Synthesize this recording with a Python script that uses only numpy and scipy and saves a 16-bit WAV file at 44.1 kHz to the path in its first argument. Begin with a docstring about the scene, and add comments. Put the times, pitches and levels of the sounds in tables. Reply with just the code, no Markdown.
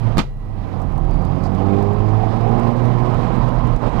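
"""Backfire inside a car at night

The exhaust backfires: pressure waves thump, shake loose a crackling bang and set the cabin booming.
The engine sags, then pulls up again, its firings rasping in the pipe, over growing road roar,
low wind buffeting and faint ticks. A limiter ducks after the bang and recovers slowly;
the left microphone is muffled and much weaker."""
import sys
import numpy as np
from scipy import signal
from scipy.io import wavfile
from scipy.ndimage import uniform_filter1d, minimum_filter1d

SR = 44100
rng = np.random.default_rng(int(sys.argv[2]) if len(sys.argv) > 2 else 0)


def digitize_waveform(pressure):
    """Quantize a signal to 16-bit integers and store it at the path in sys.argv[1].

    Rows of a 2-D input are taken as channels; values are limited to [-1, 1].
    """
    field = np.atleast_2d(pressure).T
    bounded = np.clip(field, -1, 1)
    quanta = np.round(bounded * 32767).astype(np.int16)
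    wavfile.write(sys.argv[1], SR, quanta)


N = 176400
T = np.arange(N) / SR

# two thumps, the main shock and its echoes:
# (time [s], height [linear], length [s], gain on the left [dB], crackle shaken loose [dB])
PRESSURE_WAVES = [(0.1702, 0.8, 0.0012, -28, -35), (0.1722, -1.35, 0.0016, -30, -21),
                  (0.182, -3.5, 0.0024, -4.5, -3), (0.189, -0.5, 0.0019, -6, 1.5),
                  (0.192, -1.3, 0.0016, -4, 3), (0.195, -1.5, 0.0017, 2, -11),
                  (0.2023, -1.5, 0.0021, -3, -6), (0.213, -0.5, 0.0013, -6, -13),
                  (0.2173, -0.9, 0.0015, 0, -12)]
# tone of the bang, right and left: (frequency [Hz], relative level [dB])
BANG_RIGHT_SPECTRUM = [(60, -7), (180, 8), (330, 11), (550, -6), (1000, 12), (1700, -1), (3500, -0.5),
                       (6000, -10.5), (10000, -29), (15000, -33)]
BANG_LEFT_SPECTRUM = [(60, 5), (170, 13.5), (350, 0), (800, -10), (2000, -17), (5000, -32), (10000, -44),
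                      (15000, -49)]
# resonances that colour the bang: (frequency [Hz], width [Hz], relative level [dB])
BANG_RESONANCES = [(127, 55, -2), (846, 46, -4.5), (1264, 29, -6), (1410, 25, -13), (2080, 52, -10.5),
                   (2390, 64, -12), (2900, 41, -19), (4240, 78, -20)]
# ring of cabin and exhaust: (frequency [Hz], level [dB], time to fall 60 dB [s], gain on the left [dB])
BOOM_MODES = [(32.98, -12, 1.27, 6.5), (89, -22, 0.41, 15), (132.6, -12.5, 0.52, 8),
              (205.6, -9.5, 0.27, -6), (326, -3.5, 0.11, -13), (777, -35, 1.1, -6.5),
              (1940, -41, 2.1, -12.5), (2020, -50.5, 1.5, -12.5), (2815, -47, 1.2, -9),
              (4048, -49, 1.1, -18)]

# the engine sags and pulls up: (time [s], firing rate [Hz])
FIRING_RATE = [(0, 114.4), (0.13, 110.1), (0.5, 102.8), (0.75, 93.9), (1.0, 84.85), (1.25, 88.05),
               (1.5, 93.6), (1.75, 98.96), (2.0, 103.9), (2.25, 109.7), (2.5, 114.8), (2.75, 118.5),
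               (3.05, 120.9), (3.5, 121), (3.75, 118.6), (4, 119.2)]
# the exhaust note: (time [s], relative levels of orders 1, 2, 3, 4 [dB])
ORDER_LEVELS = [(0, -22, -49, -49, -52), (0.09, -16, -29.5, -41, -58), (0.15, -28, -35, -55, -48),
                (0.55, -26, -35.5, -41.5, -62), (1.0, -30, -35.5, -38.5, -36), (1.25, -25, -29, -38.5, -42),
                (1.55, -22, -25.5, -33, -41.5), (1.73, -20, -24.5, -24, -25.5),
                (1.87, -19, -23.5, -37, -23.5), (1.98, -22, -30.5, -43, -32), (2.07, -17, -33, -32.5, -42),
                (2.3, -17, -27.5, -36.5, -39.5), (2.52, -22, -23.5, -32.5, -31.5),
                (2.8, -19.5, -26, -38, -38.5), (3.1, -20, -33.5, -28.5, -41), (3.25, -23, -27.5, -55, -43),
                (3.52, -21, -34.5, -52, -45), (3.75, -21, -31.5, -52, -41), (4, -25, -39, -39, -51)]
# orders that swell with the rasp, the half ones from uneven cylinders:
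# (order [x firing rate], level over the rasp curve [dB])
RASP_ORDERS = [(0.5, -12.5), (1.5, -6.5), (2.5, -11.5), (3.5, -7), (5, -8)]
# punch of each cylinder in turn: (relative level [dB])
CYLINDER_ACCENTS = [4, -3, 3.5, -4.5]
# swell of the exhaust rasp: (time [s], relative level [dB])
RASP_CURVE = [(0, -34), (0.15, -51), (0.36, -47), (0.45, -39.5), (1.05, -35), (1.45, -31), (1.78, -26),
              (2.1, -29.5), (2.35, -29.5), (2.68, -26.5), (2.78, -35), (3.1, -29), (3.25, -31.5),
              (3.55, -43), (3.79, -41), (3.86, -30.5), (3.91, -34), (4, -28)]
# hollow growl under full load: (time [s], level [dB])
GROWL_CURVE = [(1.3, -60), (1.75, -39), (2.0, -42), (2.2, -27.5), (2.37, -24.5), (2.67, -26), (2.76, -44.5),
               (3.1, -62)]
# exhaust and body resonances of rasp and growl: (frequency [Hz], width [Hz], relative level [dB])
RASP_RESONANCES = [(437, 43, 2.5), (463, 36, 1.5), (508.5, 45, 1), (686, 48, -0.5), (755, 29, 3.5),
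                   (797.7, 35, 2.5), (1042, 73, -4), (1126, 173, -14), (2090, 350, -34)]
GROWL_RESONANCES = [(668, 30, -1.5), (736, 45, -1), (790, 40, -1.5)]

# road noise before and after the bang: (time [s], relative roar level [dB], relative hiss level [dB])
ROAD_BEFORE_BANG = [(0.02, -46.5, -52), (0.07, -38, -49), (0.15, -41, -52)]
ROAD_AFTER_BANG = [(0.35, -44.5, -56), (0.66, -42, -52), (0.82, -41.5, -55), (1.02, -42, -57),
                   (1.09, -40, -54.5), (1.83, -36, -49), (1.85, -39, -52), (2.68, -33, -46),
                   (2.75, -35.5, -49), (3.25, -32.5, -46.5), (3.75, -35, -49.5), (3.78, -41, -55),
                   (3.84, -31, -46.5), (3.88, -32, -43.5), (3.9, -38.5, -49), (3.96, -32.5, -46)]
# tone of the road's roar and hiss: (frequency [Hz], relative level [dB])
ROAR_SPECTRUM = [(60, -16.5), (90, 1.5), (135, 3.5), (220, 3.5), (320, -4.5), (500, -7), (800, -5),
                 (1080, -10), (1500, -22), (2200, -26)]
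HISS_SPECTRUM = [(1100, -8.5), (1600, 4.5), (2400, 2), (3300, -3.5), (4600, -8.5), (6500, -19.5),
                 (9000, -25), (13000, -36), (16000, -39.5)]
# the tread sings at speed: (time [s], level [dB])
TREAD_CURVE = [(2.3, -59), (2.7, -35), (3.05, -30), (3.3, -33), (3.5, -30.5), (3.68, -32.5), (3.78, -41),
               (3.85, -34), (4, -42)]
# surges of buffeting: (time [s], relative level [dB])
WIND_CURVE = [(0, -17.5), (0.7, -20.5), (1.0, -14.5), (1.4, -15), (1.7, -44.5), (2.0, -15), (2.6, -33),
              (3.1, -20), (3.6, -14), (4, -12.5)]
# their sub-bass weight: (frequency [Hz], relative level [dB])
WIND_SPECTRUM = [(20, -29), (27, -11.5), (36, -2), (48, -6), (70, -14.5), (120, -22)]
# rumble of the cabin's air: (time [s], level [dB])
RUMBLE_CURVE = [(0, -22.5), (0.55, -24), (1.2, -21.5), (1.6, -28.5), (2.6, -29), (3.4, -24), (4, -26.5)]

# the clearer ticks: (time [s], relative level [dB])
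CLEAR_TICKS = [(0.8016, -48), (0.8173, -46), (0.98, -44), (1.1104, -44), (1.141, -46), (1.251, -42.5),
               (1.4385, -42), (1.5493, -43.5), (1.8266, -41), (1.933, -44.5), (2.41, -44), (2.5974, -40.5),
               (2.8546, -41), (3.1448, -46), (3.49, -44), (3.6723, -43), (3.7629, -39), (3.8801, -45)]
# their bright tone: (frequency [Hz], relative level [dB])
TICK_TONE = [(3000, -3.5), (4500, 1), (6000, 0.5), (9000, -3.5), (13000, -5.5), (15000, -14)]
# glide of the faint whistle: (time [s], pitch [Hz], level [dB])
WHISTLE_GLIDE = [(1.02, 4670, -83), (1.1, 4660, -57), (1.28, 4780, -59), (1.4, 4850, -68),
                 (1.62, 4812, -71), (1.7, 4770, -63), (2.12, 4763, -60), (2.3, 4830, -85)]
# tone of the short hiss: (frequency [Hz], relative level [dB])
PUFF_TONE = [(3300, -17), (4400, 6), (5600, -2), (7500, -8), (12000, -25)]

BANG_S, SHOCK_S = 0.179, 0.182  # onsets of the crackle and of the main shock


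def from_db(db):
    """Decibels to gain."""
    return 10 ** (np.asarray(db) / 20)


def unit_rms(x):
    """Scale to unit power."""
    return x / np.sqrt(np.mean(x ** 2) + 1e-20)


def curves(*tables):
    """One curve per column, ramping straight between the timed rows."""
    times, *columns = np.vstack(tables).T
    return [np.interp(T, times, column) for column in columns]


def butter(x, hz, kind, order=2):
    """Butterworth filter."""
    return signal.sosfilt(signal.butter(order, hz, kind, fs=SR, output="sos"), x + 1e-18)


def white():
    """White noise."""
    return rng.standard_normal(N)


def drift(rate_hz):
    """Slow random wander with a spread of 1."""
    step, settle = 40, 2000
    pole = np.exp(-2 * np.pi * rate_hz * step / SR)
    kicks = rng.standard_normal(N // step + settle + 2)
    slow = signal.lfilter([1], [1, -2 * pole, pole ** 2], kicks)[settle:]
    return np.interp(np.arange(N) / step, np.arange(len(slow)), unit_rms(slow))


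def shaped_noise(spectrum, flicker_db=0):
    """Third-octave bands of noise, each with its own level and flicker; unit power."""
    hz, db = np.transpose(spectrum)
    edges = 16 * 2 ** (np.arange(31) / 3)
    sources, shared_flicker, out = (white(), white()), drift(31), 0
    for k, (low, high) in enumerate(zip(edges, edges[1:])):
        flicker = 0.75 * shared_flicker + drift(9.5)
        if high > hz[0] and low < hz[-1]:
            band_db = np.interp(np.log(low * high) / 2, np.log(hz), db) + flicker_db * flicker
            out += from_db(band_db) * butter(sources[k % 2], [low, high], "band")
    return unit_rms(out)


def resonate(x, hz, width_hz):
    """One resonance with a peak gain of 1."""
    pole = np.exp(-np.pi * width_hz / SR)
    feedback = [1, -2 * pole * np.cos(2 * np.pi * hz / SR), pole ** 2]
    return signal.lfilter(np.array([1, 0, -1]) * (1 - pole ** 2) / 2, feedback, x + 1e-18)


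def ringing(x, resonances):
    """Parallel resonances with alternating signs."""
    return sum((-1) ** k * from_db(db) * resonate(x, hz, width)
               for k, (hz, width, db) in enumerate(resonances))


def pitched_noise(hz, width_hz):
    """Noise sent twice through one resonance; unit power."""
    return unit_rms(resonate(resonate(white(), hz, width_hz), hz, width_hz))


def burst(start, rise, hold, decay):
    """Envelope that rises, then decays once the hold, counted from the start, is over; in seconds."""
    return np.clip((T - start) / rise, 0, 1) * np.exp(-np.maximum(T - start - hold, 0) / decay)


def tails(hits, decay_s):
    """Give each impulse an exponential tail."""
    return signal.lfilter([1], [1, -np.exp(-1 / (decay_s * SR))], hits + 1e-18)


def backfire_thumps():
    """Pressure waves hit the cabin, with a needle-sharp crack on the left at the main shock."""
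    left, right = np.zeros((2, N))
    for start, height, length, left_db, _ in PRESSURE_WAVES:
        age = np.maximum(T - start, 0) / length
        front_s = 0.00032 / height ** 2  # stronger waves have steeper fronts
        front = np.exp(np.minimum(T - start, 0) / front_s)
        wave = height * front * (1 - age / 2) * np.exp(-age)
        left += from_db(left_db) * wave
        right += wave
    left -= 2.7 * np.exp(-((T - SHOCK_S) / 0.00003) ** 2)
    return np.array([left, right])


def backfire_bang():
    """Each wave shakes crackle loose over a burst of noise; the left gets only the burst, dulled."""
    shaken = sum(from_db(db) * burst(start, rise=0.00025, hold=length, decay=0.0006)
                 for start, _, length, _, db in PRESSURE_WAVES)
    bed = from_db(-2.5) * burst(BANG_S, rise=0.006, hold=0.017, decay=0.012)
    bed += from_db(-18.5) * burst(BANG_S, rise=0.017, hold=0.017, decay=0.039)
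    body = butter(unit_rms(ringing(white(), BANG_RESONANCES)), 5800, "low")
    colour = from_db(1.5) * shaped_noise(BANG_RIGHT_SPECTRUM) + from_db(-3) * body
    crackle = 3.4 * np.tanh(np.hypot(bed, shaken) * colour / 3.4)  # the microphone overloads
    left = from_db(4) * bed * shaped_noise(BANG_LEFT_SPECTRUM)
    spit = from_db(-24.5) * unit_rms(butter(white(), [900, 1500], "band", order=1))
    spit *= burst(PRESSURE_WAVES[0][0], rise=0.0015, hold=0.003, decay=0.011)
    cabin_tail = from_db(-16) * unit_rms(butter(white(), [260, 600], "band"))
    cabin_tail *= burst(BANG_S, rise=0.017, hold=0.017, decay=0.067)
    return np.array([left, crackle + spit + cabin_tail])


def cabin_boom():
    """Cabin and exhaust ring on after the main shock; left and right."""
    age = np.maximum(T - SHOCK_S, 0)
    out = np.zeros((2, N))
    for hz, db, t60, left_db in BOOM_MODES:
        ring = from_db(db - 60 * age / t60) * np.sin(2 * np.pi * hz * age)
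        out -= [from_db(left_db) * ring, ring]
    return out


def firing_pulses(cycles):
    """One impulse per firing, uneven in timing and punch."""
    jitter_s, spread_db = 0.0001, 2.5
    fired = np.flatnonzero(np.diff(np.floor(cycles)))
    timing, punch = rng.standard_normal((N // 100, 2))[:len(fired)].T
    onsets = np.clip(fired + (jitter_s * SR * timing).astype(int), 0, N - 1)
    pulses = np.zeros(N)
    pulses[onsets] = from_db(np.resize(CYLINDER_ACCENTS, len(fired)) + spread_db * punch)
    return pulses


def engine():
    """Clean orders hum; each firing sends a pulse and a gust of gas into exhaust and body resonances."""
    firing_hz, = curves(FIRING_RATE)
    rasp_db, = curves(RASP_CURVE)
    growl_db, = curves(GROWL_CURVE)
    cycles = np.cumsum(firing_hz * (1 + 0.0042 * drift(7.7))) / SR
    orders = [(order, db + 4) for order, db in enumerate(curves(ORDER_LEVELS), 1)]
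    orders += [(order, rasp_db + db) for order, db in RASP_ORDERS]
    hum = 0
    for order, db in orders:
        wavering_gain = np.sqrt(2) * from_db(db + 1.82 * drift(9.4))
        hum += wavering_gain * np.sin(2 * np.pi * (order * cycles + rng.random()))
    pulses = firing_pulses(cycles)
    gusts = tails(pulses, decay_s=0.0034) * white()
    pipe = ringing(pulses + from_db(-25) * gusts, RASP_RESONANCES)
    rasp = unit_rms(butter(butter(pipe, 300, "high"), 3600, "low"))
    growl = unit_rms(butter(ringing(gusts, GROWL_RESONANCES), [600, 900], "band"))
    return hum + from_db(rasp_db + 3.5) * rasp + from_db(growl_db) * growl


def road():
    """Tyre roar through the body, the hiss of air and tyres, and the tread's song."""
    roar_db, hiss_db = curves(ROAD_BEFORE_BANG, ROAD_AFTER_BANG)
    song_db, = curves(TREAD_CURVE)
    song = pitched_noise(hz=1027, width_hz=93)
    roar = butter(shaped_noise(ROAR_SPECTRUM, flicker_db=1), 1750, "low", order=4)
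    hiss = shaped_noise(HISS_SPECTRUM, flicker_db=1.17)
    return from_db(roar_db + 16) * roar + from_db(hiss_db + 7.5) * hiss + from_db(song_db) * song


def wind():
    """Air buffets the cabin, which drones at its lowest resonance."""
    db, = curves(WIND_CURVE)
    drone_hz = 33.3 * (1 + 0.051 * drift(1.82))
    drone = np.sin(2 * np.pi * np.cumsum(drone_hz) / SR)
    return from_db(db - 3) * shaped_noise(WIND_SPECTRUM) + from_db(-22 + 2 * drift(3.8)) * drone


def cabin_rumble():
    """The road excites the enclosed air into a narrow, hollow rumble."""
    db, = curves(RUMBLE_CURVE)
    return from_db(db) * pitched_noise(hz=134.7, width_hz=34)


def ticks():
    """Short bright ticks: the clear ones each ride on a dull bump, many small ones fall at random."""
    small_per_s = 14
    hits = (rng.random(N) < small_per_s / SR) * from_db(-53 + 2 * white())
    bumps = np.zeros(N)
    for start, db in CLEAR_TICKS:
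        hits[int(start * SR)] += from_db(db + 1)
        bumps += from_db(db + 29.5) * np.exp(-((T - start) / 0.0013) ** 2)
    return tails(hits, decay_s=0.002) * shaped_noise(TICK_TONE) + butter(bumps, 40, "high")


def whistle():
    """A thin airy whistle as the engine picks up: a narrow, gliding band of noise."""
    hz, db = curves(WHISTLE_GLIDE)
    breath = butter(white(), 120, "low")
    return from_db(db) * unit_rms(breath * np.sin(2 * np.pi * np.cumsum(hz) / SR))


def puff():
    """One short, soft hiss."""
    return from_db(-47.5) * burst(1.435, rise=0.004, hold=0.033, decay=0.01) * shaped_noise(PUFF_TONE)


def scene():
    """The right microphone hears the whole cabin, the muffled left one mostly its bass."""
    driving = engine() + wind() + cabin_rumble() + road()
    bass_gain = from_db(-18 * np.exp(-((T - 3.815) / 0.035) ** 4))  # the low end drops out briefly
    driving -= (1 - bass_gain) * butter(driving, 228, "low", order=1)
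    cabin = driving + ticks() + whistle() + puff()
    muffled = from_db(-19.5) * butter(cabin, 46, "low", order=1) + from_db(-40.5) * cabin
    return np.array([muffled, cabin]) + backfire_thumps() + backfire_bang() + cabin_boom()


def record(dry):
    """A fast limiter with slow release, self-noise on the left, and a steep cut of the top end."""
    ceiling, window_s, release_db_per_s, cutoff_hz = 0.86, 0.0027, 28.5, 15200
    window = int(window_s * SR) + 1
    over_db = 20 * np.log10(np.maximum(np.abs(dry).max(axis=0) / ceiling, 1))
    duck_db = np.maximum.accumulate(over_db + release_db_per_s * T) - release_db_per_s * T
    out = dry * uniform_filter1d(minimum_filter1d(from_db(-duck_db), window), window)
    out[0] += from_db(-64.5) * white()
    return signal.sosfilt(signal.ellip(10, .1, 80, cutoff_hz, fs=SR, output="sos"), out)


dry = scene()
out = record(dry)
digitize_waveform(out)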